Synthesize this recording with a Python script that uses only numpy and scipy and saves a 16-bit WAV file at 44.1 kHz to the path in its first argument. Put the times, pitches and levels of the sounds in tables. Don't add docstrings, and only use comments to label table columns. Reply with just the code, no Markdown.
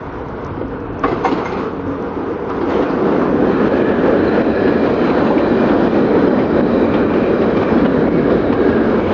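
import sys
import numpy as np
from scipy import signal
from scipy.io import wavfile
from scipy.ndimage import uniform_filter1d, minimum_filter1d

SR = 44100
rng = np.random.default_rng(int(sys.argv[2]) if len(sys.argv) > 2 else 0)


def store_pcm(level_fs):
    pcm = np.round(np.clip(level_fs, -1, 1) * 32767).astype(np.int16)
    wavfile.write(sys.argv[1], SR, np.atleast_2d(pcm).T)


def elevation(decibels):
    levels = np.asarray(decibels, float)
    return 10 ** (levels / 20)


N = 402633
STEP = 64


def unit(x):
    return x / np.sqrt(np.mean(x ** 2))


def band(x, lo_hz, hi_hz):
    sos = signal.butter(2, [lo_hz, min(hi_hz, SR / 2.2)], "bandpass", fs=SR, output="sos")
    return signal.sosfilt(sos, x)


def walk(rate):
    hold, count = int(SR / STEP / rate), N // STEP + 1
    levels = np.repeat(rng.standard_normal(count // hold + 1), hold)
    return unit(uniform_filter1d(uniform_filter1d(levels, hold), hold)[:count])


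def fine(control):
    return np.interp(np.arange(N) / STEP, np.arange(len(control)), control)


def add(out, s, x):
    i = int(s * SR)
    out[i:i + len(x)] += x[:len(out) - i]


def swell(t, rise_s):
    return np.sin(np.pi / 2 * np.minimum(t / rise_s, 1)) ** 2


def stay(t, start, end, edge_s):
    return np.clip(np.minimum(t - start, end - t) / edge_s + 0.5, 0, 1)


def layers(t):
    # t/s, level/dB (0 = a coach abreast)
    nearness = [(0, -16), (0.8, -15), (1.3, -9.5), (1.75, -10.5), (2.45, -10), (2.76, -3.5), (3.15, -3.5),
                (3.4, -1), (3.85, 1.5), (4.2, 0.7), (5.0, -0.5), (6.0, -0.1), (6.55, 1.2), (7.2, -0.76),
                (8.2, 0.4), (9.13, -1.1)]
    # start t/s, length t/s, level/dB
    grinds = [(1.06, 0.19, 4.5), (1.3, 0.39, 5.5), (2.68, 0.3, 4), (3.496, 0.66, 2), (4.298, .15, 1.5),
              (4.845, 1.15, 3), (6.379, .1, 3.5), (6.678, 0.096, 1.5), (6.9, .1, 2.5), (7.1, .2, 2.5),
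              (7.52, 0.28, 2), (8.998, .4, 4.5)]
    town_sinks = [1.2, 1.3]
    near_db = np.interp(t, *np.transpose(nearness))
    grind_db = sum(db * stay(t, s, s + length, 0.11) for s, length, db in grinds)
    town = elevation(-31 + np.interp(t, town_sinks, [0, -5]))
    engine_nears_db = 0.7 * (t - 4.0)
    ground = elevation(-33 + 1.7 * np.minimum(near_db, 0) + engine_nears_db)
    drum_db = -13 + near_db
    rumble_db = 20 * np.log10(np.hypot(town, ground))
    roar_db = -24 + 0.53 * near_db + 0.41 * grind_db
    hiss_db = -41.5 + 0.49 * near_db + grind_db
    return drum_db, rumble_db, roar_db, hiss_db


def rolling(t):
    # f/Hz, level/dB per Hz
    far_colour = [(15, -42), (25, -7), (97, -16.5), (193, -5), (228, -6), (276, -0.5), (351, -6),
                  (456, -0.5), (513, -13), (733, -16), (952, -14.5), (1500, -21), (1900, -35),
                  (5280, -57.5), (7370, -65), (9580, -93), (16200, -120)]
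    near_colour = [(15, -53), (25, -18.5), (86, -14), (120, -15.5), (240, 1), (456, -2), (806, -14.5),
                   (1650, -19), (2040, -35.5), (2350, -33.5), (4500, -44.5), (5400, -55.5), (6300, -60),
                   (7370, -58), (9580, -95), (16200, -120)]
    arrives = [2.5, 4.23]
    # t/s, level/dB
    boom = [(0, 1), (0.7, 3), (1.5, 1), (2.2, 0), (2.7, -4), (3.2, 3), (3.7, -1), (4.2, -2), (4.8, 0),
            (5.5, 0), (6.1, 0), (6.6, 1), (7.1, -3), (7.6, 0), (8.2, 3), (8.8, -4), (9.13, -3)]
    boom_range = [110, 150, 210, 260]
    drum, rumble, roar, hiss = layers(t)
    near = np.interp(t, arrives, [0, 1])
    boom_db = np.interp(t, *np.transpose(boom))
    far_hz, far_level = np.transpose(far_colour)
    near_hz, near_level = np.transpose(near_colour)
    shake, out = walk(15), 0
    for lo, hi, db, shared_db, own_db in ((33.6, 146.0, rumble, 0.18, 0.53), (149.8, 600, drum, 0.82, 1.16),
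                                          (600, 1900, roar, 1.1, 0.9), (1900, 7600, hiss, 1.3, 1.1)):
        edges = np.geomspace(lo, hi, int(4 * np.log2(hi / lo)) + 1)
        gains = []
        for a, b in zip(edges, edges[1:]):
            middle = np.log(a * b) / 2
            far_db = np.interp(middle, np.log(far_hz), far_level)
            near_db = np.interp(middle, np.log(near_hz), near_level)
            gains.append(elevation(far_db + near * (near_db - far_db)) * np.sqrt(b - a))
        gains = np.array(gains)
        gains *= elevation(db) / np.sqrt(np.sum(gains ** 2, axis=0))
        for a, b, gain in zip(edges, edges[1:], gains):
            octaves = np.interp(np.log2(a / 330), [-1, 0, 0.44, 1.7], [-0.4, 0, 1, 0.26])
            dull_db = -0.5 * np.maximum(t - 5.2, 0) * octaves
            floor_db = boom_db * np.interp(a, boom_range, [0, 1, 1, 0])
            shake_db = shared_db * shake + own_db * walk(13) + 0.6 * walk(3)
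            flicker = elevation(shake_db + dull_db + floor_db)
            out = out + fine(gain * flicker) * unit(band(rng.standard_normal(N), a, b))
    return out


def singing(t):
    # start t/s, end t/s, f/Hz, width f/Hz, level/dB
    resonances = [(0.41, 13, 93, 12, -40), (0.62, 0.9, 280, 6, -34), (1.5, 1.95, 279, 9, -32),
                  (0.21, 2, 460, 26, -39.5), (3.49, 4.79, 1690, 90, -32), (7.6, 7.8, 1830, 70, -41.5),
                  (4.8, 6.6, 1850, 63, -46.5), (8.0, 9.3, 1650, 46, -40.5), (6.9, 11, 1200, 91, -37),
                  (3.3, 4.7, 2400, 200, -43), (4.6, 7.9, 2400, 70, -43), (7.9, 9.2, 2250, 120, -46),
                  (3.5, 4.9, 3950, 180, -54), (4.2, 5.7, 4000, 160, -50), (5.6, 9.3, 3900, 140, -52),
                  (3.4, 8.4, 3100, 120, -54.5), (2.75, 3.55, 387, 60, -21), (4.3, 9.3, 4880, 200, -61),
                  (4.6, 7.9, 2270, 120, -47)]
    hum_turn = 2 * np.pi * 92.9 * np.cumsum(1 + 0.012 * fine(walk(4))) / SR
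    out = fine(elevation(-43 + 3.0 * walk(3))) * np.sqrt(2) * np.sin(hum_turn)
    white = rng.standard_normal((2, N))
    for k, (start, end, hz, width, db) in enumerate(resonances):
        on = slice(max(int((start - 0.5) * SR), 0), int((end + 0.5) * SR))
        noise = np.roll(white, k * SR // 2, axis=1)[:, on]
        rough = signal.lfilter([1], [1, -np.exp(-np.pi * width / SR)], noise)
        turn = 2 * np.pi * hz * np.cumsum(1 + 0.011 * fine(walk(3))[on]) / SR
        ring = unit(rough[0] * np.cos(turn) + rough[1] * np.sin(turn))
        patchy = elevation(db + 2.8 * walk(11) + 1.4 * walk(2.5))
        level = fine(stay(t, start, end, 0.2) * patchy)[on]
        out[on] += level * band(ring, hz / 1.29, hz * 1.295)
    return out


def ticks():
    # t/s, peak level/dB
    clicks = [
        (0.1256, -43),
        (0.2853, -41),
        (0.4479, -36),
        (0.4658, -41),
        (0.6823, -48),
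        (0.8031, -49),
        (0.9941, -36),
        (1.8794, -44),
        (2.0243, -43.5),
        (2.5004, -39),
    ]
    out, t = np.zeros(N), np.arange(SR // 5) / SR
    for s, db in clicks:
        rough = 1 + 0.4 * rng.standard_normal(len(t))
        click = rough * np.cos(2 * np.pi * 5600 * t) * np.exp(-t / 0.0004)
        add(out, s, elevation(db + 6.0) * band(click, 3000, 7200))
    return out


def clanks():
    # t/s, peak level/dB, hiss above 2 kHz level/dB, main ring f/Hz, length factor
    blows = [(0.569, -10, -56, 318, 0.64), (0.612, -10.5, -59, 418, 0.76), (1.037, 1, -34, 1055, 0.87),
             (1.079, -3, -34.5, 426, 1.2), (1.117, -4, -35.5, 350, 0.82), (1.247, 1, -29, 857, 1.25),
             (1.283, -11, -33, 950, .8), (1.318, -2.5, -29, 327, .9), (1.378, -15, -33, 410, 0.74),
             (1.455, -14, -33.5, 1400, 1.25), (1.522, -7.5, -31, 350, 0.43), (1.579, -11, -35.5, 320, 1.37),
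             (2.493, -7.5, -41.5, 376, 1.1), (2.612, -2, -37, 330, 0.99), (2.702, -7.5, -35, 378, 1.13),
             (3.069, -5, -42, 304, 1.07), (3.124, -7, -48, 328, 1.2), (3.223, -9.5, -42, 323, 1.16)]
    # f/Hz, level/dB, fall by 60 dB t/s
    switch_rings = [(286, -6, 0.11), (369, -4, 0.099), (482, -3, 0.12), (664, -4, 0.042), (764, 2.5, 0.046),
                    (924, -4.5, .04), (1120, -8, 0.034), (1350, -9, 0.02), (1750, -13, 0.017),
                    (2050, -15, 0.025), (2600, -18, .02), (3100, -22, .02)]
    rise_s, fall_s = 0.0098, 0.0145
    out, t = np.zeros(N), np.arange(SR // 3) / SR
    rails = sum(elevation(g) * np.sin(2 * np.pi * hz * t) * 1000. ** (-t / t60) for hz, g, t60 in switch_rings)
    for s, db, hiss_db, hz, length in blows:
        shape = swell(t, rise_s * length) * np.exp(-t / fall_s / length)
        blow = rng.standard_normal(len(t)) * shape
        crunch = unit(band(signal.fftconvolve(blow, rails)[:len(t)], 220, 3400))
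        ring = unit(band(blow, hz - min(0.22 * hz, 140.), hz + min(0.21 * hz, 140.)))
        body = min(hz / 750, 1.) * crunch + elevation(-0.5) * ring
        grit = rng.standard_normal(len(t))
        hiss = unit(signal.lfilter([1], [1, -0.8], band(grit, 2000, 5200)))
        sizzle = unit(band(grit, 0.83 * 6340, 1.12 * 6340))
        splash = (hiss + elevation(-14) * sizzle) * uniform_filter1d(shape ** 0.5, size=500)
        clank = elevation(db - 5.0) * body / np.abs(body).max() + elevation(hiss_db - 2.5) * splash
        add(out, s - 0.55 * rise_s * length, clank)
    t = np.arange(SR // 2) / SR
    yard = rng.standard_normal(len(t)) * np.minimum(t / 0.011, 1) * 1000. ** (-t / 0.75)
    echo = signal.fftconvolve(out, yard / np.sqrt(np.sum(yard ** 2)))[:N]
    return out + elevation(-6.5) * echo


def ring_parts(parts):
    out, t = np.zeros(N), np.arange(SR // 5) / SR
    rise_s, unsteady = 0.006, 0.45
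    for s, hz, db, t60 in parts:
        flutter = unit(uniform_filter1d(rng.standard_normal((2, len(t))), size=180))
        tone = (1 + unsteady * flutter[0]) * np.sin(2 * np.pi * hz * t + unsteady * flutter[1])
        tone = band(band(tone, hz / 1.6, hz * 1.6), hz / 1.6, hz * 1.6)
        add(out, s - rise_s / 2, elevation(db) * swell(t, rise_s) * 1000. ** (-t / t60) * tone)
    return out


def pings():
    # t/s, f/Hz, peak level/dB, fall by 60 dB t/s
    struck = [(1.040, 1117, -7, .07), (1.060, 2050, -22, .06), (1.076, 2050, -24, 0.055),
              (1.115, 2000, -23, 0.065), (1.117, 3300, -34, .06), (1.248, 765, -9, .12),
              (1.254, 2105, -20, .13), (1.279, 946, -16, .12), (1.288, 2890, -31, .09),
              (1.316, 2900, -25.5, .07), (1.316, 1250, -19.5, 0.065), (1.372, 1254, -21, .08),
              (1.455, 2110, -22.5, 0.17), (1.456, 937, -18, .1), (6.279, 3140, -30.5, .06),
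              (6.396, 2155, -21, 0.064), (6.940, 3200, -28, .12), (7.571, 3620, -32, 0.057),
              (7.853, 1450, -19, .07), (7.855, 2170, -24, .06), (7.860, 2920, -27, 0.089),
              (8.305, 1296, -17.5, .09), (8.530, 1087, -15.5, .12), (8.533, 2980, -33, .07),
              (0.569, 324, -16, .03), (0.612, 380, -11, .05), (0.630, 270, -15, .12),
              (1.042, 293, -14, 0.073), (1.055, 482, -12.5, .12), (1.084, 440, -12, .09),
              (1.112, 291, -13, .08), (1.130, 300, -14, .1), (1.152, 470, -14, .1), (1.240, 474, -14, .15),
              (1.252, 1000, -13, .06), (1.252, 1510, -18, .06), (1.270, 400, -13, .1),
              (1.326, 310, -9.5, .1), (2.695, 4510, -43, .12), (2.695, 6520, -55, .12),
              (2.86, 2450, -30, 0.11), (7.65, 2350, -32, .19), (7.104, 600, -11, .05),
              (8.074, 600, -11, .05), (6.938, 2600, -29, .07), (7.568, 3100, -31, .06),
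              (8.528, 1800, -24, .07),
              (1.240, 6200, -40, .2),
        (1.255, 6700, -43, .15),
        (1.450, 6300, -41, .2),
        (1.044, 1700, -20, .08),
        (1.048, 2250, -25, .06),
        (1.250, 1750, -20, .08),
        (1.316, 5500, -42, .06),
        (6.945, 3600, -33, .1),
        (7.78, 3300, -35, .07),
        (2.74, 3100, -36, .2),
    ]
    return ring_parts(struck)


def knocks():
    # t/s, peak level/dB, crack against ring level/dB, ring f/Hz
    joints = [(2.5012, -14, -8, 1140), (2.705, -27, -6, 2120), (2.825, -20.5, 5, 3100),
              (2.8994, -23, -5, 4340), (3.2167, -14, -9, 1240), (3.66, -23, 1, 3100),
              (3.8897, -19, 6, 2500), (3.9885, -23.5, 2, 2880), (4.327, -16.5, -1, 1500),
              (4.573, -22, -2, 1750), (4.6783, -20, 6, 2600), (4.8596, -22, 7, 2500),
              (5.0994, -20.5, 8.5, 2400), (5.268, -19.5, 8, 2680), (5.3054, -13, -11, 795),
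              (5.3795, -15.5, 3, 2500), (5.69, -22, 7, 3250), (6.1534, -19, 3, 800), (6.390, -21, 3, 2190),
              (6.939, -20, 10.5, 2400), (7.1033, -19, 2, 904), (7.1382, -21.5, 9, 2700),
              (7.417, -22, 12, 2700), (7.5688, -21, 5, 2400), (7.632, -21, 8, 2300),
              (7.7074, -17.5, 0, 804), (7.8524, -19, 9, 1900), (8.075, -20, -5, 800), (8.304, -14, 0, 1250),
              (8.5262, -14.5, 3.5, 1000), (8.8981, -23, -4, 2500)]
    out, t = np.zeros(N), np.arange(SR // 5) / SR
    for s, db, crack_db, hz in joints:
        shape = swell(t, 0.0054) * 1000. ** (-t / 0.12)
        crack = band(band(rng.standard_normal(len(t)), 540, 3300), 300, 3600)
        crack = unit(signal.lfilter([1], [1, -0.9], crack))
        ring = unit(band(band(rng.standard_normal(len(t)), hz * 0.88, hz * 1.13), hz * 0.7, hz * 1.4))
        knock = elevation(crack_db) * crack + ring * min(2200 / hz, 3.)
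        add(out, s - 0.004, elevation(db - 11.0) * shape * knock)
    return out


def flicked_grit():
    # t/s, peak level/dB
    scratches = [(4.2479, -34.5), (4.559, -37), (4.9, -34), (4.9375, -29.5), (4.9937, -34), (5.3868, -32),
                 (5.481, -31.5), (5.6015, -33), (5.724, -32.5), (5.9735, -33), (6.2174, -37), (6.3307, -37),
                 (6.3925, -35), (6.5497, -36.5), (6.918, -33), (7.4092, -34), (7.5694, -28), (7.703, -36),
                 (8.897, -34.5), (8.9782, -32.5), (2.826, -33), (2.838, -35), (3.04, -36), (6.941, -30),
                 (7.625, -32), (8.308, -32), (8.32, -34), (8.528, -28), (8.538, -31)]
    out, t = np.zeros(N), np.arange(SR // 5) / SR
    for s, db in scratches:
        noise = unit(band(band(rng.standard_normal(len(t)), 3000, 5300), 2600, 5600))
        add(out, s, elevation(db - 9.0) * noise * np.minimum(t / 0.002, 1) * np.exp(-t / 0.005))
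    return out


def thumps():
    # t/s, peak level/dB, f/Hz
    flats = [(3.259, -10, 458), (3.505, -8, 479), (3.729, -9, 476), (4.06, -5, 470), (4.139, -10, 560),
             (4.203, -5, 468), (4.283, -7, 452), (4.447, -11, 484), (4.913, -9, 479), (5.1, -4, 452),
             (5.174, -8, 466), (5.305, -7, 538), (5.56, -7, 477), (5.775, -8, 455), (5.876, -8, 466),
             (6.153, -7, 501), (6.366, -12, 471), (6.946, -9, 522), (7.209, -7, 452), (7.329, -9, 466),
             (7.42, -7, 573), (7.707, -9, 493), (7.821, -12, 490), (8.319, -7.5, 522), (9.008, -10, 487),
             (9.108, -10, 517)]
    return ring_parts([(s, hz, db - 2.5, 0.06) for s, db, hz in flats])


def scene():
    t = np.arange(N // STEP + 1) * STEP / SR
    train = rolling(t) + singing(t)
    blows = ticks() + clanks() + pings() + knocks() + flicked_grit() + thumps()
    return (train + blows)[None]


def faint_treble_dropped(x):
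    hz, s, z = signal.stft(x, SR, nperseg=1024)
    hungry = np.cos(2 * np.pi * (s - 0.105) / (2 / 15)) > 0.45
    bar_db = np.where(hungry, -81, -90.5) - np.interp(s, [3.2, 3.6], [0, 12.0])
    luck = rng.standard_normal((len(hz) // 4 + 1, len(s) // 2 + 1))
    luck = luck.repeat(4, axis=0).repeat(2, axis=1)[:len(hz), :len(s)]
    cell = uniform_filter1d(uniform_filter1d(np.abs(z) ** 2, size=3, axis=-1), size=4, axis=-2)
    loud_enough = cell > elevation(bar_db + 5.5 * luck) ** 2
    z = z * (loud_enough | (hz < 4000)[:, None])
    return signal.istft(z, SR, nperseg=1024)[1][..., :N]


def top_cut(x):
    return signal.sosfilt(signal.butter(12, 7520, fs=SR, output="sos"), x)


def record(dry):
    # t/s, level/dB
    ducks = [(2.844, -2), (3.683, -4), (3.824, -3), (3.923, -2), (4.211, 0), (4.296, -3), (4.421, -3.5),
             (5.113, -1.5), (5.333, -0.5), (5.88, -3), (6.286, -2.5), (6.457, -1.5), (6.613, -5.5),
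             (6.971, 0), (7.637, -3), (7.866, -3), (8.091, -4), (8.323, 0.5), (8.54, -2)]
    t, gain_db = np.arange(N // STEP + 1) * STEP / SR, 0
    for s, db in ducks:
        since = np.maximum(t - s, 0)
        gain_db = gain_db + 1.7 * db * np.minimum(since / 0.0033, 1) * np.exp(-since / 0.039)
    x = dry * fine(elevation(gain_db + 0.09))
    x = signal.sosfilt(signal.butter(2, 36, "highpass", fs=SR, output="sos"), x)
    ceiling = 0.75
    room = minimum_filter1d(np.minimum(ceiling / (np.abs(x) + 1e-9), 1), size=400)
    x = x * uniform_filter1d(uniform_filter1d(room, size=200), size=200)
    x = signal.sosfilt(signal.cheby2(10, 60, 8400, fs=SR, output="sos"), x)
    return top_cut(faint_treble_dropped(x))


dry = scene()
out = record(dry)
store_pcm(out)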